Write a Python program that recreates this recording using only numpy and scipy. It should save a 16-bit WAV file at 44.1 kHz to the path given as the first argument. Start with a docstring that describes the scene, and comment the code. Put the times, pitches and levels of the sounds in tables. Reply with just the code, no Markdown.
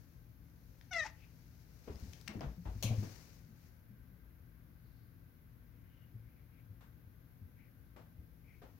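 """A cat chirps once, then gallops over booming floorboards as a thrown toy clacks down.
The chirp, at the toy held above the carpet, is a falling vocal-fold tone shaped by the mouth; it ends in rasp.
Paws set the boards swinging, the toy rings briefly, and the cat pads back among a few soft knocks.
Cloth rustle, faint squeaks, a far whine and a low hum fill a small, quiet living room,
heard through a hand-held stereo microphone."""
import sys
import numpy as np
from scipy import signal
from scipy.fft import rfft, irfft, next_fast_len
from scipy.io import wavfile

SR = 44100
rng = np.random.default_rng(int(sys.argv[2]) if len(sys.argv) > 2 else 0)


def to_wav(s):
    """Save 16-bit WAV."""
    ch = np.atleast_2d(s).T  # columns
    pcm = np.round(np.clip(ch, -1, 1) * 32767)  # PCM
    wavfile.write(sys.argv[1], SR, pcm.astype(np.int16))


N = 387638
TIME = np.arange(N) / SR

# woody knock spectrum (frequency / centre, density [dB])
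KNOCK_SPECTRUM = [(.2, -3.5), (.6, -3.5), (.87, 0), (1, 4), (1.15, -0.5), (1.6, -13), (3, -27), (12, -74)]


def chirp(jitter=0.072, shimmer_db=3.5, rasp_db=-4, crack_ratio=1.42, mouth_db=10, mouth_width_hz=330):
    """Vocal folds glide down as the mouth opens and closes; they flutter early and break up at the end."""
    # throat and mouth response (frequency [Hz], gain [dB])
    throat = [(400, -20), (660, -8), (1000, -15), (1350, -11.5), (1800, 4), (2020, 2.5), (2350, -12),
              (2700, -15), (3200, -26), (3850, -22), (4500, -26), (6000, -17), (7300, -33.5), (15000, -55)]
    # fold pitch: sags, lifts at the break (time [s], pitch [Hz])
    pitch_curve = [(0.912, 746), (0.924, 730.5), (0.94, 677), (0.948, 692), (0.996, 650), (1.014, 614),
                   (1.038, 609), (1.052, 638.6), (1.075, 657)]
    # upper mouth resonance, moved by the jaw (time [s], frequency [Hz])
    mouth_curve = [(.912, 4550), (.924, 3570), (.95, 3450), (.966, 5100), (.98, 5230), (.99, 3950),
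                   (1.016, 3660), (1.04, 5900)]
    wobble_hz, wobble_depth = 38.7, 0.017
    main_hz, main_width_hz, closed_db = 1960, 240, -16
    live, level, rough, bright_db = voice_controls()
    wobble = wobble_depth * np.cos(2 * np.pi * wobble_hz * (TIME - 0.87))
    pitch_hz = in_time(pitch_curve)[0] * (1 + wobble)
    jittered_hz = pitch_hz * (1 + jitter * rough * drift(700))
    phase = 2 * np.pi * np.cumsum(jittered_hz[live]) / SR
    k = np.arange(1, 23)[:, None]
    hz = k * pitch_hz[live]
    mouth_hz = in_time(mouth_curve)[0][live]
    lift_db = mouth_db / (1 + ((hz - mouth_hz) / mouth_width_hz) ** 2)
    # main resonance muffled until the mouth opens
    closed = 1 - step_up(0.93, 0.0058)[live]
    lift_db += closed_db * closed * np.exp(-((hz - main_hz) / main_width_hz) ** 2)
    upper = at_hz([(2200, 0.081), (3000, 0.88)], hz)
    shimmer = np.array([drift(54.95)[live] for _ in k])
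    gains = from_db(at_hz(throat, hz) + lift_db + upper * (bright_db[live] + shimmer_db * shimmer))
    gains /= np.sqrt(np.sum(gains ** 2, axis=0) / 2)
    tone = np.sum(gains * np.sin(k * phase + rng.uniform(0, 2 * np.pi, k.shape)), axis=0)
    # brighter turbulence, one puff per fold opening
    air_spectrum = [(f, db + 9 * (f > 3000)) for f, db in throat]
    air = noise(air_spectrum, N)[0][live] * (1 + np.cos(phase))
    # in the rasp, a wavering tone between the harmonics takes over
    crack_phase = crack_ratio * phase + 0.7 * drift(300)[live]
    crack = from_db(-1) * swell(1.059, 0.011)[live] * np.sqrt(2) * np.sin(crack_phase)
    voice = np.zeros(N)
    voice[live] = tone * (1 - 0.85 * rough[live]) + from_db(rasp_db) * rough[live] * air + crack
    return voice_in_room(voice * level)


def voice_controls(start_s=0.909, end_s=1.068, attack_s=0.0084, release_t60_s=0.13, trill_hz=31.5):
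    """The throbbing call catches briefly, runs clear, then breaks and dies; rougher is brighter."""
    # vocal effort (time [s], level [dB])
    effort = [(.914, -45.5), (.943, -41), (.957, -35.5), (.97, -33.5), (1.01, -37.5), (1.038, -42.5),
              (1.068, -48)]
    live = (TIME > start_s) & (TIME < end_s + release_t60_s)
    flutter = swell(0.936, 0.0063)
    broken = step_up(1.043, 0.0051)
    rough = np.clip(0.078 + 0.25 * flutter + broken, 0, 1)
    bright_db = -2 + 18 * flutter + 3 * broken
    attack = np.clip((TIME - start_s) / attack_s, 0, 1)
    release = fade(np.maximum(TIME - end_s, 0), release_t60_s)
    trill_db = 2 * np.cos(2 * np.pi * trill_hz * (TIME - 0.969))
    level = from_db(in_time(effort)[0] + trill_db) * attack * release
    return live, level, rough, bright_db


def voice_in_room(voice, room_db=-22.5, treble_room_db=-14.5):
    """Direct voice, early echoes and tail; small surfaces return only the treble."""
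    # echoes off floor, legs and furniture (delay [s], gain [dB])
    echoes = [(.0011, -32), (.0029, -4.5), (.0053, -16), (.0094, -15)]
    treble = signal.sosfilt(signal.butter(2, 2800, "high", fs=SR, output="sos"), voice + 1e-18)
    early = sum(from_db(db) * delayed(treble, lag_s) for lag_s, db in echoes)
    tail = from_db(room_db) * room(voice) + from_db(treble_room_db) * room(treble)
    return head_on(voice + early, left_db=6.5, shade_hz=3800) + tail * pan(6.4)


def footfalls(push_s=0.0053, hollow_hz=199, hollow_t60_s=0.28, hollow_rise_s=0.0022, firm_db=-29):
    """Paws set the boards swinging at a pitch that depends on the spot; firm steps add a hollow note."""
    # paw impacts (time [s], board pitch [Hz], level [dB], t60 [s])
    steps = [(1.899, 76, -35.5, 0.12), (1.942, 70, -38, 0.14), (2.022, 66, -34, 0.12),
             (2.076, 85, -37.5, .12), (2.287, 212, -41, 0.17), (2.367, 104, -31, 0.074),
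             (2.432, 142, -34.5, 0.19), (2.464, 56.8, -34, 0.26), (2.578, 175, -38.5, 0.19),
             (2.655, 91, -36.5, 0.27), (2.666, 55.1, -35, 0.55), (2.751, 101, -35.5, 0.22),
             (2.843, 109.6, -29, 0.48), (2.904, 110.6, -23.5, 0.28), (2.976, 100.8, -28.5, 0.31),
             (3.024, 116, -32, 0.12), (3.484, 215, -52.5, 0.21), (3.903, 201, -51, .25),
             (4.115, 184, -53.5, .15), (6.142, 112.4, -40, 0.3), (6.698, 100, -43, 0.19),
             (7.06, 99, -44.5, .11), (7.414, 91, -42.5, 0.25), (8.187, 73.5, -40.5, 0.13)]
    out, t = np.zeros((2, N)), TIME[:SR // 2]
    for s, hz, db, t60_s in steps:
        boom = from_db(db) * np.sin(2 * np.pi * hz * t) * fade(t, t60_s) * rise(t, push_s)
        hollow_db = -41 + 1.56 * min(db - firm_db, 0)
        hollow = from_db(hollow_db) * burst(KNOCK_SPECTRUM, hollow_hz, hollow_t60_s, t)
        add(out, s, boom + hollow * rise(t, hollow_rise_s))
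    return from_left(out * pan(4.4), lag_s=0.00013)


def knocks(knock_t60_s=0.21, slap_t60_s=0.34, rise_s=0.0012, second_touch_s=0.022, second_touch_db=-7):
    """Each contact: a woody knock under a brighter slap, then a lighter second touch."""
    # hard paw contacts, soft knocks about the room (time [s], knock [Hz], knock [dB], slap [Hz], slap [dB])
    contacts = [(1.875, 394, -44.5, 890, -52), (2.288, 320, -54.5, 1140, -54.5),
                (2.347, 293, -42, 600, -68), (2.407, 565, -46.5, 1140, -46.5), (2.654, 830, -50, 1350, -54),
                (2.838, 210, -44, 1200, -58), (2.906, 592, -46, 700, -58), (3.025, 299, -47, 1030, -54),
                (6.807, 910, -79, 2200, -64), (7.961, 477, -61, 1380, -57.5),
                (8.617, 536, -55, 1350, -58.5)]
    # slap spectrum (frequency / centre, density [dB])
    slap_spectrum = [(.15, 0.5), (.5, 5.5), (1, -1), (1.5, -6), (2.2, -11.5), (3.2, -16), (6, -25),
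                     (9, -49), (16, -41)]
    out, t = np.zeros((2, N)), TIME[:SR // 2]
    for s, knock_hz, knock_db, slap_hz, slap_db in contacts:
        for late_s, touch_db in ((0, 0), (second_touch_s, second_touch_db)):
            knock = from_db(knock_db) * burst(KNOCK_SPECTRUM, knock_hz, knock_t60_s, t)
            slap = from_db(slap_db) * burst(slap_spectrum, slap_hz, slap_t60_s, t)
            add(out, s + late_s, from_db(touch_db) * (knock + slap) * rise(t, rise_s))
    return from_left(out * pan(4.4), lag_s=0.0002)


def toy(contact_t60_s=0.018, ring_db=-9, ring_t60_s=0.25, room_db=-5):
    """The toy hits bare boards; its many close modes ring briefly."""
    # landing and bounces (time [s], level [dB])
    hits = [(2.826, -37.5), (2.8327, -38), (2.837, -42)]
    # clack spectrum (frequency [Hz], density [dB])
    spectrum = [(300, -14), (550, 6.5), (900, -11), (1100, -5), (1600, -23), (2350, 2), (3300, 0),
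                (4200, 0.5), (4900, -7), (6200, 5.5), (8200, -12), (10000, -4.5), (11300, -16),
                (13000, -2.5), (16000, -14)]
    out, t = np.zeros((2, N)), TIME[:SR // 3]
    envelope = fade(t, contact_t60_s) + from_db(ring_db) * fade(t, ring_t60_s)
    for s, db in hits:
        add(out, s, from_db(db) * noise(spectrum, len(t)) * envelope)
    return out * pan(7.9) + from_db(room_db) * room(out) * pan(7.8)


def clicks(t60_s=0.0096, room_db=-8):
    """Small hard contacts, each a few milliseconds of broad resonance."""
    # mouth, claw and toy clicks (time [s], level [dB], tilt [dB/octave])
    contacts = [(0.812, -54, -5), (1.958, -56.5, 2), (1.999, -57, 8), (2.134, -48.5, 1.5), (2.213, -53, 5),
                (2.2773, -40.5, -6), (2.2799, -32.5, -1.5), (2.395, -52, -18), (2.4081, -48, -1.5)]
    # click spectrum before tilt (frequency [Hz], density [dB])
    spectrum = [(400, -28), (1000, -14.5), (1900, 1.5), (3000, -2.5), (3900, -1), (5500, 1.5), (7000, -12),
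                (9000, -23), (15000, -18)]
    out, t = np.zeros(N), TIME[:SR // 20]
    for s, db, tilt_db in contacts:
        tilted = [(hz, density_db + tilt_db * np.log2(hz)) for hz, density_db in spectrum]
        add(out, s, from_db(db) * burst(tilted, 1, t60_s, t)[0])
    return head_on(out, left_db=11.0, shade_hz=4500) + from_db(room_db) * room(out) * pan(8.5)


def rustle(grain_db=1.1):
    """Cloth slides in fine grains close to the left port."""
    # clothing moving with the throw (time [s], level [dB])
    levels = [(0, -70.5), (.35, -79), (.8, -70.5), (1.68, -70), (2.05, -59.5), (2.6, -69.5), (3.02, -53.5),
              (3.33, -63), (3.52, -73.5), (3.66, -67.5), (3.85, -83), (8.2, -83.5), (8.79, -76)]
    # cloth spectrum (frequency [Hz], density [dB])
    spectrum = [(400, 4.5), (1200, -4), (2300, -1), (3300, -8.5), (4500, -1.5), (6200, -1), (8000, -12.5),
                (11000, -13.5), (16000, -9)]
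    return noise(spectrum, N) * from_db(in_time(levels)[0] + grain_db * drift(180)) * from_db([[0], [-10]])


def squeaks(flutter_db=2.0):
    """Uneven friction swells and fades in one narrow resonance."""
    # faint squeaks and scuffs (time [s], length [s], frequency [Hz], level [dB], sharpness)
    scuffs = [(1.235, 0.14, 2450, -66, 5), (4.95, 0.41, 4400, -80.5, 7), (5.9, .45, 2050, -75.5, 4),
              (5.985, 0.21, 2850, -75, 24), (6.347, 0.24, 2220, -75, 9), (6.572, 0.11, 2260, -70, 7),
              (7.63, 0.11, 2160, -66, 10), (8.517, .14, 2230, -64.5, 12)]
    out = np.zeros(N)
    friction = rng.standard_normal(N) * from_db(flutter_db * drift(120))
    for s, length_s, hz, db, sharpness in scuffs:
        near = np.abs(TIME - s) < length_s
        b, a = signal.iirpeak(hz, sharpness / 2, fs=SR)
        tone = rms_one(signal.lfilter(b, a, signal.lfilter(b, a, friction[near])))
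        out[near] += from_db(db) * tone * swell(s, length_s / 2)[near]
    return out * from_db([[-2], [-17]])


def whine():
    """Thin band of fan noise from an appliance beyond the doorway, mostly left."""
    # fan spectrum (frequency [Hz], density [dB])
    spectrum = [(300, -29), (1050, -12.5), (1400, -10), (1560, 0), (1720, -12), (2100, -9.5), (2600, -20),
                (6000, -50)]
    # louder as the microphone faces it (time [s], level [dB])
    levels = [(2.8, -80), (3.4, -76.5), (7.9, -77.5), (8.6, -80)]
    return noise(spectrum, N) * from_db(in_time(levels)[0]) * from_db([[0], [-11]])


def background(rumble_db=-60.5, hiss_db=-71.5, waver_db=2.0, waver_rad=0.84):
    """House rumble, a wavering hum and each microphone's own hiss."""
    # house hum (frequency [Hz], level [dB])
    hum_tones = [(118.4, -69), (161.5, -70.5)]
    # room rumble (frequency [Hz], density [dB])
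    rumble_spectrum = [(15, -29), (28, -17.5), (40, -4.5), (54, 5), (70, 1.5), (112, 0), (175, -9),
                       (280, -10), (380, -23.5), (480, -22), (800, -35.5), (1350, -33.5), (2000, -35),
                       (3000, -46), (6000, -88)]
    # microphone hiss (frequency [Hz], density [dB])
    hiss_spectrum = [(500, 8), (2500, -1), (4000, -4), (6500, -10.5), (8000, -18), (9500, -9.5), (11000, 2),
                     (13000, 5), (16000, 3)]
    hum = np.zeros(N)
    for hz, db in hum_tones:
        amplitude = np.sqrt(2) * from_db(db + waver_db * drift(6))
        hum += amplitude * np.sin(2 * np.pi * hz * TIME + waver_rad * drift(4.5))
    rumble = from_db(rumble_db) * noise(rumble_spectrum, N)
    hiss = from_db(hiss_db) * noise(hiss_spectrum, N, coherence=[(20, 0.0049), (20000, 0.0048)])
    return from_left(rumble + hum, lag_s=0.00014) * pan(7.05) + hiss * pan(1.1)


def room(x, build_s=0.0084):
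    """Reflections thicken into a diffuse tail whose treble dies first."""
    # room decay (frequency [Hz], t60 [s])
    decay = [(100, 0.55), (500, 0.45), (2000, 0.34), (6000, 0.15), (14000, 0.09)]
    t = TIME[:SR // 2]
    hz, frames_s, cells = signal.stft(noise([(20, 0), (20000, 0)], len(t)), SR, nperseg=256)
    cells *= fade(frames_s, at_hz(decay, hz)[:, None])
    tail = signal.istft(cells, SR)[1][:, :len(t)]
    tail = rms_one(tail * (1 - np.exp(-(t / build_s) ** 2))) / np.sqrt(len(t))
    return signal.fftconvolve(np.atleast_2d(x), tail, axes=1)[:, :N]


def head_on(x, left_db, shade_hz, leak=0.22):
    """Direct sound: the right port faces away, losing level and most treble."""
    shaded = signal.sosfiltfilt(signal.butter(2, shade_hz, fs=SR, output="sos"), x + 1e-18)
    return np.array([x, shaded + leak * (x - shaded)]) * pan(left_db)


def from_left(x, lag_s):
    """Sound from the left reaches the right port later."""
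    return np.array([x[0], delayed(x[1], lag_s)])


def burst(spectrum, centre_hz, t60_s, t):
    """Close modes around a centre die together; same energy at every blow."""
    envelope = fade(t, t60_s)
    modes = noise([(ratio * centre_hz, db) for ratio, db in spectrum], len(t))
    return rms_one(modes * envelope) * np.sqrt(np.mean(envelope ** 2))


def noise(spectrum, size, coherence=None):
    """Coloured stereo noise of unit power; by default the channels are alike in the bass."""
    # room sound at the two ports (frequency [Hz], left-right coherence)
    room_coherence = [(30, 0.37), (100, 0.91), (300, 0.85), (1500, 0), (14000, 0.062)]
    padded = next_fast_len(size)
    hz = np.arange(padded // 2 + 1) * SR / padded
    mid, side = rfft(rng.standard_normal((2, padded)))
    alike = at_hz(coherence or room_coherence, hz)
    both = np.sqrt(1 + alike) * mid + np.sqrt(1 - alike) * side * [[1], [-1]]
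    return rms_one(irfft(both * from_db(at_hz(spectrum, hz)), padded)[:, :size])


def drift(rate_hz):
    """Slow random curve of unit power."""
    knots = rng.standard_normal(int(N / SR * rate_hz) + 2)
    return rms_one(np.interp(TIME * rate_hz, np.arange(len(knots)), knots))


def fade(t, t60_s):
    """Exponential decay."""
    return np.exp(-np.log(1000) * t / t60_s)


def rise(t, tau_s):
    """Exponential approach to 1."""
    return 1 - np.exp(-t / tau_s)


def swell(centre_s, width_s):
    """Gaussian bump of height 1."""
    return np.exp(-((TIME - centre_s) / width_s) ** 2)


def step_up(centre_s, width_s):
    """Smooth step from 0 to 1."""
    return (1 + np.tanh((TIME - centre_s) / width_s)) / 2


def from_db(db):
    """Decibels to gain."""
    return 10 ** (np.asarray(db) / 20)


def rms_one(x):
    """Scale to unit power."""
    return x / np.sqrt(np.mean(x ** 2) + 1e-20)


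def in_time(rows):
    """Each column of a curve at every sample."""
    s, *columns = np.transpose(rows)
    return [np.interp(TIME, s, c) for c in columns]


def at_hz(points, hz):
    """Interpolate on a log-frequency axis."""
    f, value = np.transpose(points)
    return np.interp(np.log(np.maximum(hz, 1)), np.log(f), value)


def pan(left_db):
    """Channel gains, left louder by left_db."""
    return from_db(np.array([[left_db], [-left_db]]) / 2)


def delayed(x, lag_s):
    """Fractional delay."""
    return np.interp(TIME - lag_s, TIME, x, left=0)


def add(out, start_s, sound):
    """Mix a sound in at a time."""
    i = round(start_s * SR)
    out[..., i:i + sound.shape[-1]] += sound[..., :N - i]


def scene():
    """Everything in the room."""
    return chirp() + footfalls() + knocks() + clicks() + toy() + rustle() + squeaks() + whine() + background()


def record(dry, cutoff_hz=15800):
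    """Steep low-pass."""
    return signal.sosfilt(signal.ellip(12, .1, 80, cutoff_hz, fs=SR, output="sos"), dry)


dry = scene()
out = record(dry)
to_wav(out)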